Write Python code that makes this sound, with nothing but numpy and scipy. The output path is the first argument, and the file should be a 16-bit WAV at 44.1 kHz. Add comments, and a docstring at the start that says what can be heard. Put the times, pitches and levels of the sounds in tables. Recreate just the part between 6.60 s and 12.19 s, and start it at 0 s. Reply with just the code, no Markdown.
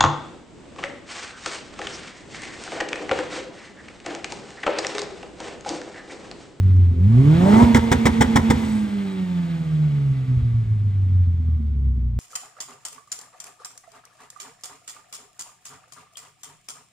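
"""Revving to the limiter in a shed

A four-cylinder hatchback with a sports exhaust is heard from low behind, under a large roof.
Its periodic firings drive a drone and a turbulent rasp that climb with crankshaft speed.
At the limiter, six charges of unburnt fuel bang in the tailpipe and ring its air column.
The engine spins down with a whir, burbles as the fuel returns and sinks towards a ticking idle."""
import sys
import numpy as np
from scipy import signal
from scipy.fft import rfft, irfft, next_fast_len
from scipy.io import wavfile

SR = 44100
rng = np.random.default_rng(int(sys.argv[2]) if len(sys.argv) > 2 else 0)


def int16_out(signal):
    """Quantize to a 16-bit WAV file."""
    q = np.round(np.clip(np.atleast_2d(signal).T, -1, 1) * 32767)
    wavfile.write(sys.argv[1], SR, q.astype(np.int16))


N = 246519
T = np.arange(N) / SR


def amp(db):
    """The decibel scale: 20 dB is a tenfold amplitude."""
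    return 10 ** (np.asarray(db) / 20)


def unit(x):
    """Normalisation to an rms of 1."""
    return x / np.sqrt(np.mean(x ** 2) + 1e-20)


def curve(rows):
    """Linear interpolation of a time table at every sample."""
    return np.interp(T, *np.transpose(rows))


def read(points, hz):
    """Interpolation on a logarithmic frequency axis."""
    f, value = np.transpose(points)
    return np.interp(np.log(hz + 1), np.log(f + 1), value)


def add(mix, start_s, sound):
    """Superposition of a delayed sound on the mix."""
    part = mix[..., round(start_s * SR):][..., :sound.shape[-1]]
    part += sound[..., :part.shape[-1]]


def bump(centre_s, width_s, t=T):
    """A Gaussian envelope of height 1."""
    return np.exp(-((t - centre_s) / width_s) ** 2)


def drift(rate_hz, size=4096):
    """Low-passed noise: a random wander of rms 1."""
    hz = np.fft.rfftfreq(size, T[-1] / size)
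    slow = irfft(rfft(rng.standard_normal(size)) / (1 + (hz / rate_hz) ** 4))
    return np.interp(T, np.linspace(0, T[-1], size), unit(slow))


def colour(x, points, size=4096):
    """Minimum-phase filtering: a causal response with the given spectrum."""
    hz = abs(np.fft.fftfreq(size, 1 / SR))
    log_gain = np.log(amp(np.maximum(read(points, hz), -100)))
    taps = np.fft.ifft(np.exp(np.conj(signal.hilbert(log_gain)))).real
    if np.sum(taps[:size // 2] ** 2) <= np.sum(taps[size // 2:] ** 2):
        taps = np.roll(taps[::-1], 1)  # the energy must come early
    return signal.oaconvolve(np.atleast_2d(x), taps[None, :size // 2], axes=1)[:, :x.shape[-1]]


def order(cycles, multiple, db, waver_db, waver_hz=8):
    """Phase locking: a sinusoid of wavering level at a multiple of a running phase."""
    level = amp(db + waver_db * drift(waver_hz))
    return np.sqrt(2) * level * np.sin(2 * np.pi * (multiple * cycles + rng.random()))


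def firings(cycles, uneven, chance, cylinders=4):
    """An impulse train, one click a cycle, whose strength varies by cylinder and by chance."""
    at = np.flatnonzero(np.diff(np.floor(cycles)))
    imbalance = np.resize(np.linspace(-1, 1, cylinders), len(at))
    clicks = np.zeros(N)
    clicks[at] = 1 + uneven * imbalance + chance * rng.standard_normal(N)[:len(at)]
    return clicks


# Engine speed. Each row: time in seconds, firing rate in Hz.
FIRING_RATE = [(0, 97.5), (.39, 85), (.8, 176), (1.03, 243), (1.11, 231), (2, 226), (2.8, 174.6),
               (3.5, 137), (4.2, 104.7), (4.9, 80), (5.25, 66.5), (5.59, 56.5)]
# Floored, held back by the limiter, shut, then briefly eased open.
# Each row: time in seconds, engine load (0 is coasting, about 1 is full).
LOAD = [(0, 0.49), (.36, 0.61), (.48, 0.8), (.75, 0.86), (.95, 1.07), (1.03, 1.01), (1.07, 0.61),
        (1.3, 0.32), (1.95, 0.3), (2.25, 0), (3.7, 0.09), (3.8, 0.01), (4.4, 0)]

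def engine_db(coast_db, per_octave, load_db, load_per_octave, revved_hz=220):
    """A power law: level changes in dB per octave of speed from revved_hz, and load adds to it."""
    octaves = np.log2(curve(FIRING_RATE) / revved_hz)
    return coast_db + per_octave * octaves + curve(LOAD) * (load_db + load_per_octave * octaves)


def braking(fuel_off_s=2.15, fuel_on_s=3.8, fade_s=0.15):
    """Engine braking: 1 while the fuel is cut and the cylinders only pump air, else 0."""
    return np.clip((T - fuel_off_s) / fade_s, 0, 1) * np.clip((fuel_on_s - T) / fade_s, 0, 1)


def lumpiness(below_hz=93.5, db_per_octave=18.5):
    """Uneven running: a boost in dB that grows as the engine sinks towards idle."""
    return db_per_octave * np.maximum(np.log2(below_hz / curve(FIRING_RATE)), 0)


# The shed's decay. Each row: frequency in Hz, time to fall 60 dB in seconds.
SHED_DECAY = [(100, 1.5), (500, 2.2), (2000, 0.9), (6000, 0.92), (14000, 0.72)]

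def shed(x, wet_db, gap_s=0.0076, reflections_per_s=3000):
    """Reverberation: dense reflections from roof and walls, each band dying at its own rate."""
    taps = rng.standard_normal((2, SR))
    taps *= (rng.random((2, SR)) < reflections_per_s / SR) * (T[:SR] > gap_s)
    hz, t, bands = signal.stft(taps, SR, nperseg=256)
    decay = amp(-60 * t / read(SHED_DECAY, hz)[:, None])
    tail = signal.istft(bands * decay, SR, nperseg=256)[1]
    tail /= np.linalg.norm(tail[0])
    return x + amp(wet_db) * signal.fftconvolve(np.atleast_2d(x), tail, axes=1)[:, :N]


# Distinct echoes from walls and roof. Each row: delay in seconds, signed gain.
ECHOES = [(0.0337, .17), (.0646, .08), (0.082, -0.13), (0.115, -0.063), (0.1663, -.13)]

def walls(x):
    """Interference: echoes reinforce and weaken a tone in turn as its pitch sweeps."""
    out = x.copy()
    for delay_s, gain in ECHOES:
        add(out, delay_s, gain * x)
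    return out


# Likeness of left and right. Each row: frequency in Hz, coherence from 0 to 1.
COHERENCE = [(60, 1), (200, 0.99), (350, .85), (550, 1), (900, 0.15), (1400, 0.74), (3100, 0.91),
             (7000, 0.92), (15000, .4)]

def diffuse(pair):
    """Spatial coherence: two signals blend into a diffuse field, nearly mono in the bass."""
    size = next_fast_len(N)
    left, other = rfft(pair, size)
    same = np.clip(read(COHERENCE, np.linspace(0, SR / 2, len(left))), -1, 1)
    right = same * left + np.sqrt(1 - same ** 2) * other
    return irfft(np.array([left, right]), size)[:, :N]


# The tick's spectrum. Each row: frequency in Hz, gain in dB.
TICK_SPECTRUM = [(1000, -16.5), (3500, 2), (4700, 1), (5700, 2),
                 (6800, -15.5), (7900, 3), (9500, -18), (15000, -13)]

def ticks(cycles, gain_db=-70, decay_s=0.003):
    """Masking: a light tick on every fourth firing emerges only as the engine quietens."""
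    clicks = firings(cycles / 4, uneven=0, chance=0.4)
    envelope = signal.lfilter([1], [1, -np.exp(-1 / (decay_s * SR))], clicks)
    return amp(gain_db) * colour(envelope * rng.standard_normal((2, N)), TICK_SPECTRUM)


SIGH_S, SIGH_WIDTH_S = 2.09, 0.14  # pent-up air escapes as the throttle shuts

def whistle(centre_hz=7938, fall_hz_per_s=1960):
    """A linear chirp: a faint whistle falls inside the sigh of escaping air."""
    hz = centre_hz - fall_hz_per_s * (T - SIGH_S)
    line = order(np.cumsum(hz) / SR, 1, db=-61, waver_db=6.5, waver_hz=40)
    return shed(line * bump(SIGH_S, SIGH_WIDTH_S), wet_db=-5)


# Rushing gas. Each row: frequency in Hz, relative level in dB.
HISS_SPECTRUM = [(2600, -32.5), (4500, -3.5), (6400, -3), (8300, -4), (11500, -9), (16000, -15)]
# The alternator's whine. Each row: multiple of the firing rate, relative level in dB.
ALTERNATOR = [(40.7, -16), (49.5, -22)]
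# How the engine bay passes that whine. Each row: frequency in Hz, gain in dB.
BAY_RESPONSE = [(3000, -10), (6300, -13.5), (7300, -0.5), (8300, -2.5), (9200, -11.5)]

def hiss(cycles, pulsing=0.09, sigh_db=4.5):
    """Flow noise: gas rushes and sighs, with the alternator's thin, broken whine inside it."""
    hz = curve(FIRING_RATE)
    beat = 1 + pulsing * np.cos(2 * np.pi * cycles)
    gas = unit(colour(beat * rng.standard_normal((2, N)), HISS_SPECTRUM))
    whine = sum(order(cycles, multiple, db + read(BAY_RESPONSE, multiple * hz), waver_db=5)
                for multiple, db in ALTERNATOR)
    level_db = engine_db(coast_db=-53, per_octave=12, load_db=12, load_per_octave=3)
    level_db += sigh_db * bump(SIGH_S, SIGH_WIDTH_S)
    return amp(level_db) * (gas + shed(whine, wet_db=1))


# Resonances under the bonnet. Each row: frequency in Hz, relative level in dB.
WHIR_SPECTRUM = [(600, -14.5), (1000, -4), (1190, 6.5), (1300, 0.5), (1420, 2.5), (1750, 0.5), (2140, 4),
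                 (2700, -2), (3330, -1), (4300, -6.5), (5500, -17), (8000, -53)]
# Belt-driven parts and gears. Each row: multiple of the firing rate, relative level in dB.
WHINES = [(7.5, -25), (9, -25), (10, -22), (15, -20.5), (16.5, -27), (20, -21.5)]

def whir(cycles, pulsing=0.1, flutter_db=1.0):
    """Forced vibration: valve gear and belts whir, and whines swell as they cross resonances."""
    hz = curve(FIRING_RATE)
    beat = 1 + pulsing * np.cos(2 * np.pi * cycles)
    body = unit(colour(beat * rng.standard_normal((2, N)), WHIR_SPECTRUM))
    whines = sum(order(cycles, multiple, db + read(WHIR_SPECTRUM, multiple * hz), waver_db=5.5)
                 for multiple, db in WHINES)
    level_db = engine_db(coast_db=-42, per_octave=13, load_db=9, load_per_octave=0)
    return amp(level_db + flutter_db * drift(rate_hz=19)) * (body + shed(whines, wet_db=-8))


# Shocks leaving the tailpipe. 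Each row: frequency in Hz, relative level in dB.
SHOCK_SPECTRUM = [(200, -18.5), (400, -2), (630, -11), (900, 2), (1150, -9), (1550, -8), (2100, -5),
                  (2650, -24.5), (3400, -13.5), (4400, -26), (5600, -18.5), (6300, -22.5), (7900, -21),
                  (12000, -31.5), (16000, -30.5)]

def crackle(cycles):
    """Shock formation: at full throttle the strongest pulses leave the pipe as sharp clicks."""
    shocks = np.array([firings(cycles, uneven=0.27, chance=0.7) for _ in range(2)])
    level_db = engine_db(coast_db=-68.5, per_octave=11.5, load_db=28, load_per_octave=6.5)
    return amp(level_db) * unit(colour(shocks, SHOCK_SPECTRUM))


# The exhaust jet. Each row: frequency in Hz, relative level in dB.
RASP_SPECTRUM = [(150, -24.5), (300, 6), (400, 3), (500, -3.5), (640, -1.5), (900, -3.5), (1200, -5.5),
                 (1500, -12.5), (2200, -33.5), (4000, -62)]

def rasp(cycles, decay_cycles=0.78):
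    """Pulsed turbulence: each firing sends a decaying puff of noise out of the pipe."""
    puffs = np.exp(-(cycles % 1) / decay_cycles) * rng.standard_normal((2, N))
    level_db = engine_db(coast_db=-48, per_octave=7, load_db=24.5, load_per_octave=14)
    return amp(level_db) * unit(shed(colour(puffs, RASP_SPECTRUM), wet_db=9))


# The silencer's rumble. Each row: frequency in Hz, relative level in dB.
LOPE_SPECTRUM = [(20, -39), (40, -18.5), (60, -7.5), (90, 1.5), (140, -0.5), (195, -9), (240, -1.5),
                 (290, -23.5), (385, -25), (470, -37), (600, -48.5), (1200, -70.5)]

def lope(cycles, fuel_cut_db=-9.5):
    """Cyclic variation: burns above or below the mean shake the silencer, less with the fuel cut."""
    excess = firings(cycles, uneven=0.5, chance=1) - firings(cycles, uneven=0, chance=0)
    rumble = unit(colour(excess / np.sqrt(curve(FIRING_RATE)), LOPE_SPECTRUM))
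    level_db = engine_db(coast_db=-37.5, per_octave=-0.5, load_db=17, load_per_octave=8.5)
    return amp(level_db + fuel_cut_db * braking()) * rumble


# Soft afterfire. Each row: start in seconds, envelope peak in dB.
BURBLES = [(1.033, -10), (3.766, -15.5), (3.822, -12.5), (3.931, -18), (4.052, -22)]

def burbles(hz=74, swell_s=0.0062):
    """Heavily damped oscillation: late burns in the silencer make soft, low pops."""
    out, t = np.zeros(N), T[:SR // 4]
    envelope = t / swell_s * np.exp(1 - t / swell_s)
    for start_s, db in BURBLES:
        add(out, start_s, amp(db) * envelope * np.sin(2 * np.pi * hz * t))
    return out


# The pulses' overtones. Each row: multiple of the firing rate, relative level in dB.
OVERTONES = [(3, -0.5), (4, -4.5), (4.5, -10.5), (5, -10.5), (5.5, -15.5), (6, -11), (7, -16.5), (8, -16),
             (9, -19.5), (10, -24)]
# What the tailpipe lets out of them. 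Each row: frequency in Hz, gain in dB.
TAILPIPE_RESPONSE = [(150, 6), (235, 17.5), (310, -6), (390, 5), (460, -3), (530, -2), (620, -2.5),
                     (760, -1.5), (900, 4), (1050, -3), (1350, -5.5), (2500, 6.5)]

def brass(cycles, raggedness=0.5, braking_db=5.5):
    """Wave steepening: load strengthens overtones that sweep through the tailpipe's resonances."""
    hz = curve(FIRING_RATE)
    level_db = engine_db(coast_db=-56, per_octave=5, load_db=26.5, load_per_octave=3)
    level_db += braking_db * braking() + lumpiness() / 2
    lines = np.zeros(N)
    for multiple, db in OVERTONES:
        pipe_db = read(TAILPIPE_RESPONSE, multiple * hz)
        lines += order(cycles, multiple, db + level_db + pipe_db, waver_db=4)
    strain = amp((level_db - level_db.max()) / 2)  # harder burns are less alike
    ragged = 1 + raggedness * strain * drift(rate_hz=110)
    return shed(lines * ragged, wet_db=-8.5)


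# What the silencer passes of the firing tone. Each row: firing rate in Hz, gain in dB.
SILENCER = [(55, -1), (90, 3.5), (120, 3), (156, 2), (166, -1.8), (210, -2), (240, 2)]
# The second harmonic. Each row: time in seconds, level in dB.
OCTAVE_LEVEL = [(.37, -36.5), (.44, -21.5), (.55, -19.5), (.7, -25.5), (1.05, -33.5), (1.95, -35.5),
                (2.2, -54.5), (2.45, -39.5), (2.8, -49), (3.4, -45.5), (3.72, -38.5), (4.1, -47),
                (5.1, -40.5), (5.59, -29.5)]
# Tones of unequal cylinders. Each row: multiple of the firing rate, relative level in dB.
HALF_ORDERS = [(.5, 3), (1.5, 0), (2.5, -19.5), (3.5, -14.5), (4.5, -22.5)]
# Brief dips in the firing tone. Each row: centre in seconds, depth from 0 to 1.
DROPOUTS = [(0.351, .75), (1.051, .7), (2.52, 0.4), (3.05, 0.6), (3.667, 0.7), (3.821, 0.7), (4.05, 0.8)]

def drone(cycles, dropout_width_s=0.02):
    """Periodic excitation: firings make a tone and its octave; unequal cylinders add half orders."""
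    tone_db = engine_db(coast_db=-22, per_octave=0, load_db=11, load_per_octave=3)
    tone_db += read(SILENCER, curve(FIRING_RATE))
    tone = order(cycles, 0.99, tone_db, waver_db=1.47, waver_hz=24.6)
    octave = order(cycles, 2, curve(OCTAVE_LEVEL), waver_db=1.67, waver_hz=10)
    half_db = engine_db(coast_db=-47, per_octave=-1, load_db=13.5, load_per_octave=10) + lumpiness()
    halves = sum(order(cycles, multiple, db + half_db, waver_db=2.5) for multiple, db in HALF_ORDERS)
    dips = np.prod([1 - depth * bump(s, dropout_width_s) for s, depth in DROPOUTS], axis=0)
    return walls(tone) * dips + octave + halves


# Bangs at the limiter. Each row: start in seconds, relative blast level in dB, blast hold in seconds,
# relative snap level in dB, relative thump level in dB.
BANGS = [(1.146, -19.5, 0.027, -4, -9.5), (1.315, -15, 0.014, -26.5, -10),
         (1.454, -15.5, 0.017, -16.5, -10), (1.607, -14.5, 0.017, -29, -10),
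         (1.757, -15.5, 0.015, -20.5, -9), (1.9, -16, 0.011, -23.5, -10.5)]

def cracks(gain_db=1, rise_s=0.002, fall_s=0.0085, snap_s=0.0022, shocks_per_s=900, echo_s=0.025):
    """Blast waves: fuel in the pipe lights with a snap and tears out in shocks; a wall echoes them."""
    out, t = np.zeros(N), T[:SR // 5]
    for start_s, blast_db, hold_s, snap_db, _ in BANGS:
        envelope = amp(blast_db) * np.exp(-np.maximum(t - hold_s, 0) / fall_s)
        envelope += amp(snap_db) * np.exp(-t / snap_s)
        envelope *= 1 - np.exp(-t / rise_s)
        shocks = unit(rng.uniform(-1.6, 1, len(t)) * (rng.random(len(t)) < shocks_per_s / SR))
        blast = 0.45 * shocks + 1.1 * rng.standard_normal(len(t))
        add(out, start_s, envelope * unit(colour(blast, SHOCK_SPECTRUM)[0]))
    reflection = colour(out, [(400, 2.5), (1500, 0), (4000, -13.5), (12000, -8)])[0]
    add(out, echo_s, amp(-14) * reflection)
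    return amp(gain_db) * out


def limiter(delay_s=0.058, width_s=0.018, depth=0.92):
    """Amplitude modulation: a gain that briefly collapses the exhaust's tones after each bang."""
    return np.prod([1 - depth * bump(s + delay_s, width_s) for s, *_ in BANGS], axis=0)


# The exhaust's air column.
# Each row: frequency in Hz, relative level in dB, time to fall 60 dB in seconds.
PIPE_MODES = [(75.4, -11, 0.11), (126.1, 16, 0.022), (257.7, -1, 0.12), (354.3, -2.5, 0.043),
              (489, -5, 0.076), (880, -17.5, 0.055), (950.5, -10, 0.13)]

def thumps(lag_s=0.0006, swell_s=0.0032, echo_s=0.032, echo_db=-9, slosh_hz=76, slosh_db=-8):
    """Normal modes: each bang rings the air column, then gas sloshes back through the silencer."""
    out, t = np.zeros(N), T[:SR // 3]
    slosh = bump(centre_s=0.056, width_s=0.014, t=t) * np.sin(2 * np.pi * slosh_hz * t)
    for start_s, *_, db in BANGS:
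        detunes = 1 + 0.013 * rng.standard_normal(len(PIPE_MODES))
        ring = sum(amp(mode_db - 60 * t / t60) * np.sin(2 * np.pi * hz * detune * t)
                   for (hz, mode_db, t60), detune in zip(PIPE_MODES, detunes))
        ring *= 1 - np.exp(-t / swell_s)
        add(out, start_s + lag_s, amp(db) * (ring + amp(slosh_db) * slosh))
        add(out, start_s + echo_s, amp(db + echo_db) * ring)
    return out


def scene():
    """Direct and diffuse fields: the pipe's tones and cracks arrive directly; the rest fills the shed."""
    cycles = np.cumsum(curve(FIRING_RATE)) / SR  # one cycle per firing
    exhaust = (drone(cycles) + brass(cycles)) * limiter() + lope(cycles) + burbles()
    airy = rasp(cycles) + crackle(cycles) + whir(cycles) + hiss(cycles) + whistle() + ticks(cycles)
    return exhaust + shed(cracks(), wet_db=-15.5) + diffuse(airy + shed(thumps(), wet_db=-12))


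# The microphone's bass cut and two port notches. Each row: frequency in Hz, gain in dB.
MICROPHONE = [(10, -27), (30, -18.5), (50, -1.5), (70, 0), (8800, -1), (9600, -6), (10200, -34.5),
              (11200, 0.5), (12600, -2), (13300, -15.5), (14000, -18.5), (14900, -3), (16000, -3)]
# Stereo balance. Each row: frequency in Hz, level of left over right in dB.
LEFT_LEVEL = [(60, 0.5), (110, -0.5), (200, -2.5), (350, -7.5), (500, -4.5), (750, 2), (1290, 0.5),
              (2380, 0), (4400, 2), (8000, 1.5)]
# Stereo phase. Each row: frequency in Hz, lead of left over right in radians.
LEFT_LEAD = [(40, -.08), (100, -.18), (200, -0.37), (340, -0.44), (440, 1.06), (560, 1.2), (900, 1.88),
             (1400, 1.16), (2200, 1.17), (4400, 0.96), (8000, 0.86), (12000, 1.72)]

def record(dry, ceiling=1.0, band_limit_hz=15950):
    """Transduction: two microphone ports filter the sound; saturation rounds off its peaks."""
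    size = next_fast_len(N)
    spectrum = rfft(dry, size)
    hz = np.linspace(0, SR / 2, spectrum.shape[1])
    left = amp(read(LEFT_LEVEL, hz) / 2) * np.exp(0.5j * read(LEFT_LEAD, hz))
    response = amp(read(MICROPHONE, hz)) * np.array([left, 1 / left])
    heard = irfft(spectrum * response, size)[:, :N]
    rounded = heard / (1 + (heard / ceiling) ** 8) ** (1 / 8)
    lowpass = signal.firwin(511, band_limit_hz, window=("kaiser", 9), fs=SR)
    return signal.oaconvolve(rounded, lowpass[None], "same")


dry = scene()
out = record(dry)
int16_out(out)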